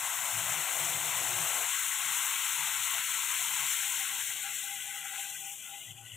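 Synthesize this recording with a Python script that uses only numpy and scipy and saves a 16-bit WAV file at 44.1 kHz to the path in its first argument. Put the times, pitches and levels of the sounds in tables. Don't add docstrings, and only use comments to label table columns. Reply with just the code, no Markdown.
import sys
import numpy as np
from scipy import signal
from scipy.fft import rfft, irfft, next_fast_len
from scipy.io import wavfile
from scipy.ndimage import uniform_filter1d, map_coordinates

SR = 44100
rng = np.random.default_rng(int(sys.argv[2]) if len(sys.argv) > 2 else 0)


def invert_db(x):
    u = np.asarray(x, float) / 20
    return 10 ** u


def to_wav(sig):
    pcm = np.clip(np.atleast_2d(sig), -1, 1) * 32767
    pcm = np.round(pcm).astype(np.int16)
    wavfile.write(sys.argv[1], SR, pcm.T)


N = 271920
KNOT = 64
HZ = np.fft.rfftfreq(next_fast_len(N + 8192), 1 / SR)


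def unit(x):
    return x / np.sqrt(np.mean(x ** 2) + 1e-20)


def along(points, hz):
    f, v = np.transpose(points)
    return np.interp(np.log(hz + 1), np.log(f + 1), v)


def curves(rows):
    s, *cols = np.transpose(rows)
    t = np.arange(N) / SR
    return [np.interp(t, s, col, left=col[0]) for col in cols]


def spread(coarse):
    return np.interp(np.arange(N), np.arange(len(coarse)) * KNOT, coarse)


def wobble(rate):
    knots = rng.standard_normal(N // 100)
    position = np.arange(0, N + KNOT, KNOT) * rate / SR
    return spread(map_coordinates(knots, [position]))


def swells(rows, flat):
    s, length = np.array(rows)[:, :2].T[:, :, None]
    t = np.arange(0, N + KNOT, KNOT) / SR
    return np.exp(-np.abs(2 * (t - s) / length) ** (2 * flat) * 2)


def filtered(x, gain):
    size = 2 * (len(HZ) - 1)
    return irfft(rfft(x, size) * gain, size)[:N]


def humps(modes):
    power = sum(invert_db(2 * db) / (1 + (2 * (HZ - hz) / width) ** 2) ** 2 for hz, width, db in modes)
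    return np.sqrt(power)


def narrow(modes, steady):
    x = signal.hilbert(filtered(rng.standard_normal(N), humps(modes)))
    return unit(np.real(x / (np.abs(x) + 1e-9) ** np.clip(steady, 0, 1)))


def patchy(depth_db, bins, frames):
    z = signal.stft(rng.standard_normal(N), nperseg=512)[2]
    field = uniform_filter1d(rng.standard_normal(z.shape), bins, 0)
    field = uniform_filter1d(field, frames, 1)
    return unit(signal.istft(z * invert_db(depth_db * unit(field)), nperseg=512)[1][:N])


def bursts(lo_hz, hi_hz, cycles, spread_db, count):
    when, pitch, size = rng.random((count, 3)).T
    hz = (lo_hz * (hi_hz / lo_hz) ** pitch)[:, None]
    t = np.arange(300) / SR
    level = invert_db(spread_db * np.minimum(-np.log(size), 4))[:, None]
    grain = level * np.sin(2 * np.pi * hz * t) * np.exp(-t * hz / cycles)
    at = (when * N).astype(int)[:, None] + np.arange(len(t))
    return unit(np.bincount(at.ravel(), grain.ravel(), N + len(t))[:N])


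# frequency in Hz, level in dB per Hz.
KITCHEN_COLOUR = [(15, -49), (25, -17.5), (145, -5), (230, -6.5), (330, -10.5), (500, -11.5), (700, -7),
                  (1200, -25), (2000, -21), (3500, -27), (4800, -21), (8000, -31), (15700, -38)]


def kitchen():
    level_db = -67.5 - 0.32 * curves(GUESS_DRIFT)[0]
    return invert_db(level_db) * unit(filtered(patchy(0.46, 2, 10), invert_db(along(KITCHEN_COLOUR, HZ))))


# centre in seconds, length in seconds,
# low mode in dB, upper mode in dB over the low one, gurgle in dB over the low one.
GLUGS = [(.02, 0.068, -67, -14, -15), (.2, 0.081, -76, 3, -22), (.35, .06, -57, 5, -19),
         (.4, 0.15, -50, -3, -9.5), (.5, .1, -51, -6, -8), (.59, 0.11, -68.5, 15, 11),
         (.75, .1, -79, -15, 21), (.84, 0.11, -62, 12, 8), (.95, .14, -54, 3.5, -3),
         (1.06, 0.14, -57, 2, 0.5), (1.19, 0.13, -55, 2, -18), (1.24, 0.074, -50, -2, -2),
         (1.34, .14, -46.5, -14, -7.5), (1.42, 0.1, -56, 9, -0.5), (1.58, 0.1, -64, -12, 11),
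         (1.89, 0.069, -77, 12, 10), (2.09, 0.078, -61.5, 1, -3.5), (2.62, .1, -80, 17, -4),
         (3.63, .1, -75, 18, -13), (5.92, 0.11, -49, -13, -28), (6.05, .16, -57, -20, -30),
         (6.16, 0.091, -49, -12, -35)]
# low mode, upper mode and gurgle, each in dB.
TRICKLE_DB = (-74, -72.5, -75.5)
# frequency in Hz, width in Hz, level in dB.
RUMBLE_MODES = [(111, 17, -1.5), (152.3, 29, 0)]
# frequency in Hz, width in Hz, level in dB.
GURGLE_MODES = [(220, 70, -13.5), (309, 32, -3), (363, 18, 2)]


def pour():
    low_db, upper_db, gurgle_db = np.array(GLUGS)[:, 2:].T
    shape = swells(GLUGS, flat=1.5)
    levels = []
    for over_db, rest_db in zip((0, upper_db, gurgle_db), TRICKLE_DB):
        glugs = spread(invert_db(low_db + over_db) @ shape)
        trickle = invert_db(rest_db + 3 * wobble(9))
        levels.append(glugs + trickle)
    low, upper, gurgle = levels
    thud = low * invert_db(-4.0) * narrow(RUMBLE_MODES[:1], steady=0.19)
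    thud = thud + upper * invert_db(-4.5) * narrow(RUMBLE_MODES[1:], steady=0.2)
    return thud + gurgle * invert_db(-5.0) * narrow(GURGLE_MODES, steady=0.45)


# centre in seconds, length in seconds, level in dB.
SINGING = [(3.87, 0.13, -53), (4.02, 0.061, -46), (4.134, 0.084, -50), (4.31, 0.056, -54),
           (4.385, 0.054, -56), (4.48, 0.1, -45.5), (4.65, 0.05, -51.5), (4.73, 0.13, -47.5),
           (4.88, .1, -49.5), (4.97, 0.094, -49), (5.046, 0.066, -44.5), (5.13, 0.064, -45),
           (5.19, 0.063, -46), (5.27, .08, -49), (5.33, 0.063, -56), (5.46, 0.18, -50), (5.54, 0.03, -60),
           (5.735, .15, -49.5), (5.907, 0.089, -61), (6.0, 0.096, -55.5)]
# frequency in Hz, width in Hz, level in dB.
LINGERING_MODES = [(1370, 40, -7), (1510, 110, -5), (2000, 60, 1)]
# centre in seconds, length in seconds, level in dB.
LINGERING = [(4.72, 0.22, -55), (4.95, 0.23, -53.5), (5.15, .15, -52), (5.3, 0.15, -57), (5.63, .1, -64),
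             (5.78, 0.067, -66), (6.1, .12, -74)]


def pan_song():
    level, higher = [spread(invert_db(np.array(rows)[:, 2]) @ swells(rows, flat=1.2)) for rows in (SINGING, LINGERING)]
    lowest = level * invert_db(-3.5) * narrow([(802.5, 36, 0)], steady=0.37)
    return lowest + higher * narrow(LINGERING_MODES, steady=0)


# start in seconds, peak in dB, pitch in Hz.
SPITS = [
    (5.4985, -40, 3030),
    (5.8138, -28, 2890),
    (5.847, -32, 3360),
    (5.9066, -30.5, 3100),
    (5.9794, -36, 3260),
    (6.0602, -32, 2840),
    (6.098, -36, 2900),
    (6.1166, -30, 2930),
    (6.1615, -30.5, 2800),
]


def spits():
    out, t = np.zeros(N + 600), np.arange(600) / SR
    rise_s, fall_60db_s = 0.0013, 0.027
    for s, db, hz in SPITS:
        ring = np.sin(2 * np.pi * hz * t) + 0.45 * rng.standard_normal(len(t))
        envelope = invert_db(db - 5.5 - 60 * t / fall_60db_s) * (1 - np.exp(-t / rise_s))
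        out[round(s * SR):][:len(t)] += envelope * ring
    return filtered(out[:N], invert_db(along(BUBBLING_COLOUR, HZ)) + invert_db(along(STEAM_COLOUR, HZ)))


# time in seconds, strength in dB,
# steam blown at the microphone in dB, share of big bubbles in dB.
BOIL_COURSE = [(0, -41.5, 1, 4), (.3, -41, 2.5, 4.5), (.55, -39.5, 0.5, 3.5), (.85, -39.5, 1, 6),
               (1.55, -39, .5, 3.5), (1.72, -39, 0, 2), (2.3, -38.5, 0, 3), (2.9, -38, -1.5, 1),
               (3.5, -38, -.5, 1.5), (3.75, -38, 0.5, -1), (4.3, -41, -0.5, 0.5), (4.6, -43, -0.5, 0),
               (5.0, -45, -.5, -2.5), (5.2, -43, -2, 2), (5.5, -48, 1.5, -8.5), (5.8, -49.5, -2, -3),
               (6.02, -55, -0.5, -0.5), (6.17, -53.5, -2.5, -4)]
# centre in seconds, length in seconds, change in dB.
PUFFS = [(.68, 0.11, 0), (1.06, .08, 1.5), (1.42, .1, 0.5), (2.007, 0.11, -0.5), (2.175, 0.053, 1.5),
         (2.647, 0.091, 0.5), (3.05, 0.07, -0.5), (3.197, .1, -0.5), (3.655, .1, 0), (4.35, 0.046, -1),
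         (4.824, 0.039, 0), (5.036, 0.026, -5.5), (5.052, .03, 2.5), (5.302, 0.023, 2), (5.614, 0.057, -4),
         (5.652, .03, 1.5), (5.714, .03, -0.5), (5.917, .03, 2.5), (5.953, 0.035, -1), (5.988, 0.021, 1),
         (6.108, 0.11, 2)]
# centre in seconds, length in seconds, big in dB, middling in dB.
BLOOPS = [(1.002, 0.43, -1, -4), (1.75, .15, -3.5, 2.5), (1.88, 0.11, -3, 0.5), (2.083, 0.4, 1.5, 0),
          (2.62, .2, 2, -1.5), (3.056, 0.086, -5.5, -1), (3.505, .2, 0, 0), (3.868, 0.11, 2.5, -3),
          (4.096, 0.11, -2, 0), (4.36, 0.15, 4.5, -2.5), (4.474, 0.17, -8, 4), (4.75, 0.12, 1.5, -4),
          (5.003, 0.44, -5, 4), (5.185, 0.12, 2.5, 1), (5.65, 0.13, 0, 1), (5.797, 0.081, 2.5, -5),
          (5.916, 0.13, -2, -7), (6.05, 0.094, 0, 2)]
# frequency in Hz, level in dB per Hz.
BUBBLING_COLOUR = [(250, -26), (450, -12), (650, -6), (1200, -5), (1800, -4), (2100, 1), (3000, 1.5),
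                   (3800, -1.5), (4400, -8), (4800, -23), (5300, -57)]
# frequency in Hz, level in dB per Hz.
STEAM_COLOUR = [(4300, -50), (4800, -28.5), (5400, -12), (6600, -2.5), (7600, 1.5), (8900, -3), (9450, -11),
                (10000, -5.5), (11500, -9), (12900, -5.5), (13900, -11.5), (15300, -5.5), (15700, -10)]
# frequency in Hz, width in Hz, level in dB.
PAN_MODES = [(488.5, 11, 6.5), (690.3, 17.6, 4), (740, 8.8, -21), (979, 13, 5), (1082, 71, 1.5),
             (1356, 76, 4.5), (1558, 260, 1.5), (1990, 350, 1), (2794, 195, -1), (3035, 150, -3),
             (3400, 340, -3), (3990, 270, -6)]


def boil():
    full_db, flicker_per_db = -40.5, 0.0778
    strength_db, plume_db, size_db = curves(BOIL_COURSE)
    big_db, mid_db = [spread(db) for db in np.array(BLOOPS)[:, 2:].T @ swells(BLOOPS, flat=0.67)]
    puff_db = spread(np.array(PUFFS)[:, 2] @ swells(PUFFS, flat=0.38))

    calm_db = np.maximum(full_db - strength_db, 0)
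    bubbling_db = strength_db + puff_db + flicker_per_db * calm_db * wobble(30)
    steam_db = plume_db + full_db + 5 + 1.12 * (bubbling_db - full_db) + flicker_per_db * calm_db * wobble(30)
    large_db = size_db + big_db + 1.0 * wobble(5.6)
    middling_db = 3.5 + 0.11 * size_db - 0.9 * np.arange(N) / SR + mid_db + 0.18 * wobble(15)
    surge = 0.5 * wobble(9) + 0.21 * wobble(28) + 0.47 * wobble(70)

    crackle = bursts(727, 4390, cycles=2.73, spread_db=0.95, count=9000)
    froth = patchy(1.24, 3, 5) + (0.32 + 0.04 * calm_db) * crackle
    body = invert_db(along(BUBBLING_COLOUR, HZ)) * np.sqrt(1 + humps(PAN_MODES) ** 2)
    low = 1 / (1 + (HZ / 1750) ** 8)
    lowest = 1 / (1 + (HZ / 1150) ** 8)
    scale = 1 / np.std(filtered(froth, body * (HZ > 1900) * (HZ < 3800)))
    bubbling = filtered(froth, body * (1 - low))
    bubbling = bubbling + invert_db(middling_db) * filtered(froth, body * (low - lowest))
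    bubbling = bubbling + invert_db(large_db) * filtered(froth, body * lowest)

    fizz = patchy(0.7, 4, 4) + 0.39 * bursts(4100, 14000, cycles=2.5, spread_db=0.53, count=12000)
    steam = unit(filtered(fizz, invert_db(along(STEAM_COLOUR, HZ))))
    return invert_db(bubbling_db + 0.27 * surge) * scale * bubbling + invert_db(steam_db + surge) * steam


# frequency in Hz, level in dB per Hz.
NOISE_GUESS = [(300, -67), (520, -72.5), (700, -71.5), (900, -78.5), (1050, -79), (1220, -77.5),
               (1450, -86), (1750, -82.5), (2050, -84), (2300, -83), (3000, -93.5), (3750, -87.5),
               (4150, -89.5), (4800, -92.5), (5200, -97), (5450, -99), (5750, -97), (6500, -101),
               (9000, -112)]
# time in seconds, change in dB.
GUESS_DRIFT = [(0, -3.5), (.45, -7.5), (.55, -9), (1.3, -13), (1.6, -16), (1.7, 3.5), (2.2, 3), (4, 2.5),
               (5.3, 8.5), (6.17, 4)]


def suppressed(x, floor_db, sharpness, ragged_db):
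    hz, t, z = signal.stft(x, SR, nperseg=1024, noverlap=768)
    density = np.abs(z) ** 2 / (0.75 * SR / 1024)
    density = uniform_filter1d(density, size=2, axis=0)
    density = np.abs(uniform_filter1d(density, size=9, axis=1)) + 1e-20

    drift_share = 1 - 0.13 * (hz[:, None] > 1000)
    drift_db = np.interp(t, *np.transpose(GUESS_DRIFT)) * drift_share
    guess = invert_db(2 * (along(NOISE_GUESS, hz)[:, None] + drift_db))
    fixed_error = rng.standard_normal((len(hz), 1))
    wandering = uniform_filter1d(rng.standard_normal(z.shape), size=60, axis=1) * 6
    guess = guess * invert_db(2 * ragged_db * unit(fixed_error + wandering))

    floor = invert_db(floor_db)
    keep = floor + (1 - floor) / (1 + (guess / density) ** sharpness)
    return signal.istft(z * keep, SR, nperseg=1024, noverlap=768)[1][:N]


def scene():
    sizzle = suppressed(boil() + spits(), floor_db=-15.5, sharpness=4, ragged_db=2.8)
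    mono = sizzle + pan_song() + pour() + kitchen()
    return mono * invert_db(np.array([[3.02], [-4.67]]))


# start in seconds, length in seconds, top frequency in Hz.
TREBLE_CUTS = [(4.74, .06, 15300), (4.87, .06, 15300), (5.02, .04, 15200), (5.15, .25, 15300),
               (5.57, .08, 15150), (5.7, .1, 15300), (5.85, .08, 15150), (5.93, .225, 14400)]


def band_limited(x):
    hz, t, z = signal.stft(x, SR, nperseg=1024)
    tops = [np.where((t >= s) & (t < s + length), cut_hz, 15650) for s, length, cut_hz in TREBLE_CUTS]
    top = np.min(tops, axis=0)
    return signal.istft(z * (hz[:, None] < top), SR, nperseg=1024)[1][:N]


def roll_off(x):
    return signal.sosfilt(signal.butter(12, 15700, fs=SR, output="sos"), x)


def record(dry):
    edge = np.clip((15680 - HZ) / 80, 0, 1) ** 2
    limited = np.array([band_limited(filtered(channel, edge)) for channel in dry])
    return roll_off(limited)


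dry = scene()
out = record(dry)
to_wav(out)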